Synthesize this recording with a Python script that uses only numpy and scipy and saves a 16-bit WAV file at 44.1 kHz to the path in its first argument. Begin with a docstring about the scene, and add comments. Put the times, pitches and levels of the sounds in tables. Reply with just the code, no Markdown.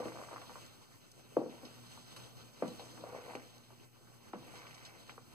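"""Knocks and drags on a plastic bowl are heard first, as a ladle stirs thick batter close by, in stereo.
Knocks sum short thuds with the damped modes of the bowl; random slips drive the same modes as drag.
Batter swishes as flickering bands of grains and smacks as puffs of noise; scraping adds a wet rasp.
Behind these a motor hums on two wavering lines, over a steady hiss of banded noise."""
import sys
import numpy as np
from scipy import signal
from scipy.fft import rfft, irfft, next_fast_len
from scipy.io import wavfile

SR = 44100
rng = np.random.default_rng(int(sys.argv[2]) if len(sys.argv) > 2 else 0)


def persist_wave(psi):
    """Save psi, clipped to +-1, as 16-bit WAV."""
    counts = np.round(np.clip(psi, -1, 1) * 32767).astype(np.int16)
    wavfile.write(sys.argv[1], SR, np.atleast_2d(counts).T)


N = 235494

# ladle against the bowl: [t/s, level/dB, pitch f/Hz, thud over ring/dB,
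#   shudder relative level/dB, pitch of the shudder f/Hz]
LADLE_KNOCKS = [(0.002, -29.5, 550, -3, -4.5, 560), (0.018, -40, 520, -8, -3, 540),
                (0.028, -35, 550, -1, 1, 560), (0.054, -30.5, 520, -3.5, 1.5, 477),
                (0.057, -32, 400, -3, 0, 453), (0.081, -33, 1090, -9, -10, 1000),
                (0.119, -43.5, 1000, 2.5, 1, 900), (0.146, -43, 450, -3, -3, 450),
                (0.156, -47, 1150, -1, -11, 1150), (0.171, -45, 1110, 0, -7, 500),
                (0.186, -44, 1100, -12, 9, 500), (0.214, -43, 1150, 0, -9, 1150),
                (0.235, -44, 1120, -1, -8, 1100), (0.223, -42, 450, -3.5, -7, 450),
                (0.286, -38.5, 1110, -7, -1, 905), (0.309, -34.5, 680, -11, 4, 795),
                (0.328, -37, 610, -3, 1, 650), (0.338, -42, 1150, -1, -11, 1150),
                (0.36, -35, 1110, -2, -6, 1130), (0.3667, -37, 1230, 0, -12, 1090),
                (0.379, -43.5, 1120, 2, -20, 1100), (0.415, -37.5, 1170, -19, 3, 1110),
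                (0.494, -37, 1010, -6, 5, 800), (0.555, -36.5, 1050, -3, 2, 816),
                (1.3662, -22, 620, -2.5, -1.5, 504), (1.3677, -18.5, 490, -1, 1.5, 470),
                (1.3663, -35.5, 1150, -6, -8, 1000), (1.3697, -24, 340, -1, -2, 320),
                (1.378, -30, 440, -3, -5, 450), (1.385, -27, 305, -8.5, -9, 300),
                (1.414, -26.5, 437, -3.5, -4, 400), (1.398, -32, 477, -8, -4, 480),
                (1.432, -35, 292, -3, -16, 330), (1.437, -34, 520, -3, -6, 500),
                (1.459, -37, 490, 0, 5.5, 410), (1.474, -40, 276, -4, 2, 307),
                (1.63, -33, 465, -11.5, 2, 403), (1.667, -46, 494, -3, -2, 450),
                (1.9745, -46.5, 1000, 1.5, 0, 650), (2.163, -40, 1220, -16.5, 3, 915),
                (2.622, -15.5, 530, -8.5, -2, 490), (2.625, -24, 261, -6.5, 0.5, 240),
                (2.6219, -29, 1180, -4, 2, 1100), (2.634, -33, 495, -14, -9, 494),
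                (2.642, -45, 215, 2, -3, 220), (2.656, -31, 495, -10, -2, 497),
                (2.676, -46, 213, 6.5, 7, 220), (2.706, -43.5, 230, -8, 6, 300),
                (2.794, -39, 796, 0.5, 6, 555), (2.819, -49, 980, 3, -11, 800),
                (2.976, -37, 980, -7.5, -3, 700), (3.0365, -31.5, 590, -3.5, -4.5, 550),
                (3.038, -42, 1000, -6, -13, 1000), (3.128, -45, 605, -6, -5, 600),
                (3.146, -38, 544, -0.5, -19, 500), (3.161, -40, 586, 2, -22, 500),
                (3.183, -49, 480, 3, -15, 450), (3.262, -45, 503, -2, -5, 500),
                (3.279, -41, 533, -1, 2, 500), (3.307, -42.5, 835, 2, -2, 700),
                (3.334, -40.5, 900, 0, 1, 800), (3.3502, -33.5, 960, -6, -4, 900),
                (3.3499, -30.5, 420, -6.5, 2, 394), (3.3515, -38, 2280, 2, -10, 2300),
                (3.704, -55, 980, 3.5, 8, 700), (4.332, -37.5, 1330, -1, -4, 1000),
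                (4.334, -29, 805, -7, -2, 880), (4.334, -34, 306, -1.5, 6, 219),
                (4.352, -48, 198, -8, 4, 170), (4.344, -41, 483, -2, -4, 480),
                (4.538, -43.5, 796, -6, 3, 700), (4.778, -47, 1110, -4, -4, 900),
                (5.093, -39.5, 1100, -4, 0.5, 820), (5.0935, -39, 2170, -1, -3, 2300),
                (5.0985, -49, 900, -2, -10, 900), (5.178, -49, 1090, 7.5, 5.5, 910),
                (5.179, -44, 484, -2.5, -8, 500)]
FIRM_KNOCK_DB = -30   # reference level for what changes with firmness


def bowl(drag_db, drag_hz, bright_db):
    """Modal superposition: knocks, the shudder after each and the slipping drag drive the same modes."""
    # bowl loaded with batter: [f/Hz, relative level/dB, t60/s]
    modes = [(147, -11, 0.19), (202, -9, 0.1), (247.4, -3.5, 0.11), (322.4, -2.5, 0.07),
             (380, -15.5, 0.047), (457, -11.5, 0.089), (499, -5, 0.084), (541, -8.5, 0.027),
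             (595, -5.5, 0.039), (688, -7.5, 0.049), (786, -4, 0.035), (943.6, -4.5, 0.053),
             (1023, -0.5, 0.028), (1149, -0.5, 0.037), (1388, -0.5, 0.023), (1570, 0.5, 0.011),
             (1950, 2, 0.013), (2070, -11, 0.076), (2393, -3, 0.039)]
    # side signal against middle signal: [f/Hz, level/dB]
    side_to_middle = [(200, -3.5), (500, -10.5), (700, -4.5), (1050, -24), (1500, 1.5), (2300, -13)]
    contact_cycles = 0.34   # t60 of the contact, in cycles of the mode
    knock_octaves, shudder_octaves, drag_octaves = 0.8, 0.88, 0.82   # spread over the modes
    narrowing_per_db = 0.02   # octaves of spread lost by a firmer knock
    ring_db, knock_tilt_db = -19, 3.5   # relative level; tilt per octave
    shudder_level_db, shudder_t60_s, low_linger = -42, 0.21, 0.27   # t60 at 500 Hz; low modes last longer
    burst_hz, burst_db, patchy_db = 35, 1.8, 2.5   # the drag sticks and slips in bursts

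    t = np.arange(SR // 2) / SR
    chance = rng.normal(0, 1, (len(LADLE_KNOCKS), len(modes), 2))
    shared_slips = grains(600, spread_db=2.0)
    out = thuds() * np.array([[1], [.08]])   # rows: middle, side
    bursts_db = burst_db * drift(burst_hz)
    for m, (hz, mode_db, t60) in enumerate(modes):
        blows, shudder = np.zeros((2, N)), np.zeros(N)
        width = from_db(at_hz(side_to_middle, hz))
        for k, (s, knock_db, centre_hz, _, shudder_db, shudder_hz) in enumerate(LADLE_KNOCKS):
            i = round((s + 0.64 / hz) * SR)   # low modes answer later
            narrowing = narrowing_per_db * (knock_db - FIRM_KNOCK_DB)
            share_db = favour_db(hz, centre_hz, knock_octaves - narrowing)
            share_db += knock_tilt_db * np.log2(hz / centre_hz)
            size = from_db(knock_db + share_db + mode_db + 1.5 * chance[k, m, 0] + ring_db)
            blows[:, i] += size * np.array([(-1) ** m, width * chance[k, m, 1]])

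            n = min(N - i, len(t))
            fall_db = -60 * t[:n] / shudder_t60_s * (hz / 500) ** low_linger
            start_db = knock_db + shudder_db + shudder_level_db
            start_db += favour_db(hz, shudder_hz, shudder_octaves - narrowing)
            shudder[i:i + n] += from_db(start_db + mode_db + fall_db)

        share_db = favour_db(hz, drag_hz, drag_octaves) + bright_db * np.log2(hz / drag_hz)
        drag = from_db(drag_db + share_db + mode_db - 32.5 + bursts_db + patchy_db * drift(13.4))
        # each mode mixes slips of its own with the shared ones
        slips = 0.9 * grains(900, spread_db=2.5) + 0.35 * shared_slips
        middle = drag * slips + shudder * grains(2000, spread_db=0.5)
        side = width * (shudder + drag) * np.roll(slips, 3000)
        force = blows + np.array([middle, side])
        # a soft contact: the ring swells first
        out += ring(force, hz, t60) - ring(force, hz, contact_cycles / hz)
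    # a small bowl radiates no deep bass
    out = signal.sosfilt(signal.butter(4, 125, "high", fs=SR, output="sos"), out)
    return np.array([out[0] + out[1], out[0] - out[1]])


def favour_db(hz, centre_hz, octaves):
    """Modal participation: the place of contact favours modes along a bell on a log-frequency axis."""
    return -6 * (np.log2(hz / centre_hz) / octaves) ** 2


def thuds():
    """Impact excitation: each blow itself, with a brighter snap that grows with firmness."""
    snap_ratio, snap_firm_db, snap_per_db = 1.89, -20, 0.65
    out = np.zeros(N + 1500)
    for s, knock_db, hz, hard_db, *_ in LADLE_KNOCKS:
        snap_db = snap_firm_db + snap_per_db * (knock_db - FIRM_KNOCK_DB)
        blow = thud(hz, 1.06) + from_db(snap_db) * thud(snap_ratio * hz, 2.1)
        out[round((s + .001) * SR):][:1500] += from_db(knock_db + hard_db) * blow
    return out[:N]


def thud(hz, cycles_to_peak):
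    """Heavy damping: cycles swell, sink in pitch and die as the batter damps the wall."""
    cycles = hz * np.arange(1500) / SR
    swell = (cycles / cycles_to_peak * np.exp(1 - cycles / cycles_to_peak)) ** 2
    sinking_cycles = cycles * 0.848 + 0.76 * (1 - np.exp(-cycles / 4.02))
    return swell * np.sin(2 * np.pi * sinking_cycles)


def scraping():
    """Sliding contact: each scrape rises, holds and falls; gives touch (0-1) and size of the rasp."""
    # edge along the wall: [t of full touch/s, length of the hold/s, wet rasp level/dB]
    scrapes = [(0.0, 0.25, -63.5), (1.62, 0.044, -70), (3.148, 0.22, -61), (4.526, 0.41, -61)]
    rise_s, fall_s = 0.2, 0.22
    t = np.arange(N) / SR
    shapes = []
    for s, length, _ in scrapes:
        rise = 1 + (t - s) / rise_s
        fall = 1 - (t - s - length) / fall_s
        shapes.append(np.clip(np.minimum(rise, fall), 0, 1))
    shapes = np.array(shapes)
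    return shapes.max(axis=0), from_db(np.array(scrapes)[:, -1]) @ shapes ** 2


def rasp(size):
    """Resonant friction noise: dense random clicks ring one short, patchy resonance."""
    rasp_hz, t60_s, patchy_db = 2050, 0.0033, 1.2
    rough = rms_one(ring(grains(2500, spread_db=4.5), rasp_hz, t60_s))
    return size * from_db(patchy_db * drift(6)) * rough


def swish(level_db):
    """Granular noise: dense clicks in flickering bands follow the level of the stroke."""
    # swish of the batter: [f/Hz, relative level per Hz/dB]
    swish_spectrum = [(40, 1), (70, 8), (150, 7.5), (300, 4.5), (800, -2.5), (1500, -1.5), (2500, -3.5),
                      (4000, 0), (6000, -5), (8000, -5), (10000, -16.5), (15000, -13.5)]
    froth = np.reshape([grains(6000, spread_db=1.0) for k in range(4)], (2, 2, N))
    return from_db(level_db + 5) * banded(froth, swish_spectrum, patchy_db=1.93, bright_db=-0.46)


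def smacks():
    """Band-passed noise bursts: short puffs, each around its own pitch, open with a crack and decay."""
    # wet smacks of the batter: [t/s, level/dB, centre f/Hz, t60/s]
    puff_list = [(0.055, -55, 2380, 0.039), (0.081, -55, 2060, 0.035), (0.415, -54, 2620, 0.083),
                 (0.4953, -64, 4030, 0.027), (0.662, -55.5, 5100, 0.025), (1.1155, -53, 6700, 0.033),
                 (1.494, -59, 2430, 0.37), (1.6507, -53, 3830, 0.13), (2.1626, -52, 3520, 0.13),
                 (2.1637, -54.5, 6900, 0.1), (2.1625, -64, 13000, 0.03), (2.624, -69, 2550, 0.18),
                 (2.6776, -50.5, 4360, 0.062), (2.795, -53, 3070, 0.14), (3.3504, -52, 2170, 0.074),
                 (3.352, -52.5, 4800, 0.05), (3.58, -52.5, 5000, 0.014), (4.331, -59, 2530, 0.11),
                 (4.555, -55, 2480, 0.083), (4.667, -53, 2220, 0.062), (4.7441, -53, 4590, 0.064),
                 (4.78, -54.5, 2740, 0.035), (4.8498, -50, 4100, 0.15), (5.0967, -52.5, 2300, 0.1)]
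    octaves, crack_db, crack_t60_s = 1.21, -5.5, 0.0036
    out, t = np.zeros(N + 8000), np.arange(8000) / SR
    reach = 2 ** (octaves / 2)
    crack = from_db(crack_db - 60 * t / crack_t60_s)
    attack = np.minimum(t / 0.00047, 1)
    for s, smack_db, hz, t60 in puff_list:
        band = signal.butter(2, [hz / reach, min(hz * reach, 16000)], "band", fs=SR, output="sos")
        puff = rms_one(signal.sosfilt(band, rng.standard_normal(8000)))
        fall = from_db(smack_db) * (from_db(-60 * t / t60) + crack) * attack
        out[round(s * SR):][:8000] += fall * puff
    return out[:N]


def hum():
    """Harmonic synthesis: two fluttering motor lines share an unsteady speed, out of step between sides."""
    # motor lines: [multiple of the fundamental, relative level/dB]
    lines = [(1, 2), (2, -2.5)]
    # course of the hum: [t/s, level/dB]
    course = [(0.0, -70), (0.36, -67), (0.98, -76.5), (1.75, -67.5), (1.95, -68), (2.11, -70), (2.36, -69),
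              (2.83, -67), (3.32, -70), (4.09, -73), (4.73, -71.5), (5.34, -73)]
    hum_hz, waver_hz, turn_rad, flutter_db = 120.5, 1.34, 0.87, 3.0
    phase = 2 * np.pi * np.cumsum(hum_hz + waver_hz * drift(3.47)) / SR
    turn = turn_rad * np.array([[-.5], [.5]])
    level_db = np.interp(np.arange(N) / SR, *np.transpose(course))
    out = np.zeros((2, N))
    for k, line_db in lines:
        gain = from_db(level_db + line_db + flutter_db * drift(6.8))
        out += gain * np.sqrt(2) * np.sin(k * phase + turn)
    return out


def hiss():
    """Coloured Gaussian noise: flickering bands at one overall level."""
    # steady hiss: [f/Hz, relative level per Hz/dB]
    hiss_spectrum = [(30, -18), (60, 9.5), (78, 9), (100, 10.5), (115, 16), (135, 15), (170, 10.5),
                     (300, 8.5), (600, 1.5), (1200, -3), (2500, -8), (5000, -10), (8000, -11),
                     (10000, -15.5), (15000, -15.5)]
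    white = rng.standard_normal((2, 2, N))
    return from_db(-60.5) * banded(white, hiss_spectrum, patchy_db=2.5, bright_db=0.5)


def banded(whites, spectrum, patchy_db, bright_db):
    """Filter-bank shaping: half-octave stereo bands with level, flicker, tilt and likeness; rms 1."""
    # left-right likeness of the noise: [f/Hz, correlation]
    likeness = [(40, .9), (200, .35), (300, .5), (470, .25), (700, .65), (950, .97), (1350, .75),
                (1900, .7), (2700, .9), (3500, .985), (12000, .97)]
    smooth_above_hz = 3400   # the flicker fades in the treble
    out, together = 0, drift(7)
    edges = 25 * 2 ** np.arange(0, 9.6, .5)
    for k, (low, high) in enumerate(zip(edges, edges[1:])):
        band = signal.butter(2, [low, high], "band", fs=SR, output="sos")
        mid, side = signal.sosfilt(band, whites[k % 2])   # neighbouring bands get unrelated noise
        hz = np.sqrt(low * high)
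        alike = at_hz(likeness, hz)
        depth_db = patchy_db * min(1, (smooth_above_hz / hz) ** 0.44)
        flicker_db = depth_db * (1.12 * together + 0.86 * drift(10.0))
        gain = from_db(at_hz(spectrum, hz) + flicker_db + bright_db * np.log2(hz / 4000))
        out = out + gain * (np.sqrt(1 + alike) * mid + np.sqrt(1 - alike) * side * [[1], [-1]])
    return rms_one(out)


def widened(x, sides):
    """Stereo widening: a fixed filter turns the left by the table; in the treble, late and upside down."""
    treble_lag_s = .00056
    size = next_fast_len(N + 2048)
    hz = np.maximum(np.fft.rfftfreq(size, 1 / SR), 1)
    points_hz, level_db, turn = np.transpose(sides)
    lagged = np.pi - 2 * np.pi * hz * treble_lag_s
    phase = np.where(hz < points_hz[-1], np.interp(hz, points_hz, turn), lagged)
    half = from_db(np.interp(hz, points_hz, level_db) / 2)   # each side takes half the level difference
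    return irfft(rfft(x, size) * [half * np.exp(1j * phase), 1 / half], size)[:, :N]


def ring(clicks, hz, t60):
    """Damped resonator: a unit click sets a decaying sine of starting height 1 ringing."""
    r, w = from_db(-60 / (t60 * SR)), 2 * np.pi * hz / SR
    return signal.lfilter([0, np.sin(w)], [1, -2 * r * np.cos(w), r * r], clicks + 1e-18)


def grains(per_s, spread_db):
    """Random impulse train: clicks of uneven size and either sign, rms 1."""
    sizes = from_db(spread_db * np.minimum(rng.exponential(1, N), 5)) * rng.choice([-1, 1], N)
    return rms_one(sizes * (rng.random(N) < per_s / SR))


def drift(rate):
    """Low-passed noise: slow chance of spread 1, from two equal poles at the rate in Hz."""
    r = np.exp(-80 * np.pi * rate / SR)   # one step every 40 samples
    white = rng.standard_normal(N // 40 + 2002)
    slow = signal.lfilter([1], [1, -2 * r, r * r], white)[2000:]   # the filter settles first
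    return np.interp(np.arange(N) / 40, np.arange(len(slow)), rms_one(slow))


def from_db(db):
    """Decibel law: the amplitude gain of a level."""
    return 10 ** (np.asarray(db) / 20)


def rms_one(x):
    """Power normalisation: scaled to unit rms."""
    return x / np.sqrt(np.mean(x ** 2) + 1e-20)


def at_hz(points, hz):
    """Log-frequency interpolation: a spectrum table read at a frequency."""
    points_hz, values = np.array(points)[:, 0], np.array(points)[:, 1]
    return np.interp(np.log(hz), np.log(points_hz), values)


def scene():
    """Superposition: the bowl and the sounds in the air reach the two sides each in their own way."""
    # stirring ladle: [t/s, relative drag level/dB, pitch of the drag f/Hz, relative swish level/dB]
    stroke = [(0.0, -33.5, 557, -61), (0.1, -42.5, 596, -61), (0.135, -58, 650, -61),
              (0.16, -39.5, 630, -62.5), (0.235, -45.5, 736, -57.5), (0.26, -43, 600, -61.5),
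              (0.3, -47.5, 700, -62), (0.33, -46, 800, -62.5), (0.385, -50, 900, -62),
              (0.405, -47, 770, -60), (0.55, -73, 700, -60), (0.8, -64.5, 620, -68),
              (1.01, -100, 626, -74.5), (1.4, -90, 626, -69.5), (1.53, -46, 555, -65.5),
              (1.87, -71, 630, -61), (2.29, -57, 597, -64.5), (2.62, -60.5, 620, -64.5),
              (2.83, -52, 626, -60.5), (3.01, -47.5, 590, -61), (3.07, -41.5, 770, -62.5),
              (3.11, -45, 700, -63.5), (3.14, -39, 700, -65), (3.19, -43, 650, -63.5),
              (3.245, -47, 570, -61), (3.3, -44, 696, -60.5), (3.345, -48, 690, -60.5),
              (3.39, -55, 560, -64), (3.85, -75, 550, -73), (4.16, -100, 626, -80), (4.34, -69, 500, -75),
              (4.42, -49, 550, -67), (4.52, -53.5, 714, -63), (4.65, -50, 890, -62.5), (4.8, -60, 704, -64),
              (5.03, -54, 626, -67), (5.34, -86, 626, -71.5)]
    # left against right for the bowl, below the treble: [f/Hz, level/dB, phase/rad]
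    bowl_sides = [(130, 0, -1), (220, -1, -.4), (300, 1.5, -.45), (470, .5, 0), (560, 2.5, .3),
                  (700, 3.5, -.1), (820, 2, -.4), (1050, 0, -.6), (1300, -2, -.65), (1500, -3.5, -1.2),
                  (1800, -1, -3.5), (2200, 0, -4.6)]
    # left against right for sounds in the air, below the treble: [f/Hz, level/dB, phase/rad]
    air_sides = [(60, 0, -3.1), (300, 0, -2.45), (560, 0, -1.2), (800, 0, -.7), (1100, 0, -.65),
                 (1500, -1, -1.2), (1800, -1, -3.6), (2200, 0, -4.6)]
    s, *columns = np.transpose(stroke)
    drag_db, drag_hz, swish_db = [np.interp(np.arange(N) / SR, s, c) for c in columns]
    touch, rasp_size = scraping()
    bright_db = -3.5 + 2 * touch   # dB per octave: a scrape brightens the drag
    body = widened(bowl(drag_db, drag_hz, bright_db), bowl_sides)
    air = swish(swish_db) + rasp(rasp_size) + smacks() + hiss()
    return body + hum() + widened(air, air_sides)


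def record(dry):
    """Band limitation: the microphone is weak in deep bass, the top is cut, the converter sits off zero."""
    cutoff_hz, offset = 15450, -.0001
    thin = signal.sosfilt(signal.butter(2, 45, "high", fs=SR, output="sos"), dry)
    return signal.sosfilt(signal.ellip(12, .3, 60, cutoff_hz, fs=SR, output="sos"), thin) + offset


dry = scene()
out = record(dry)
persist_wave(out)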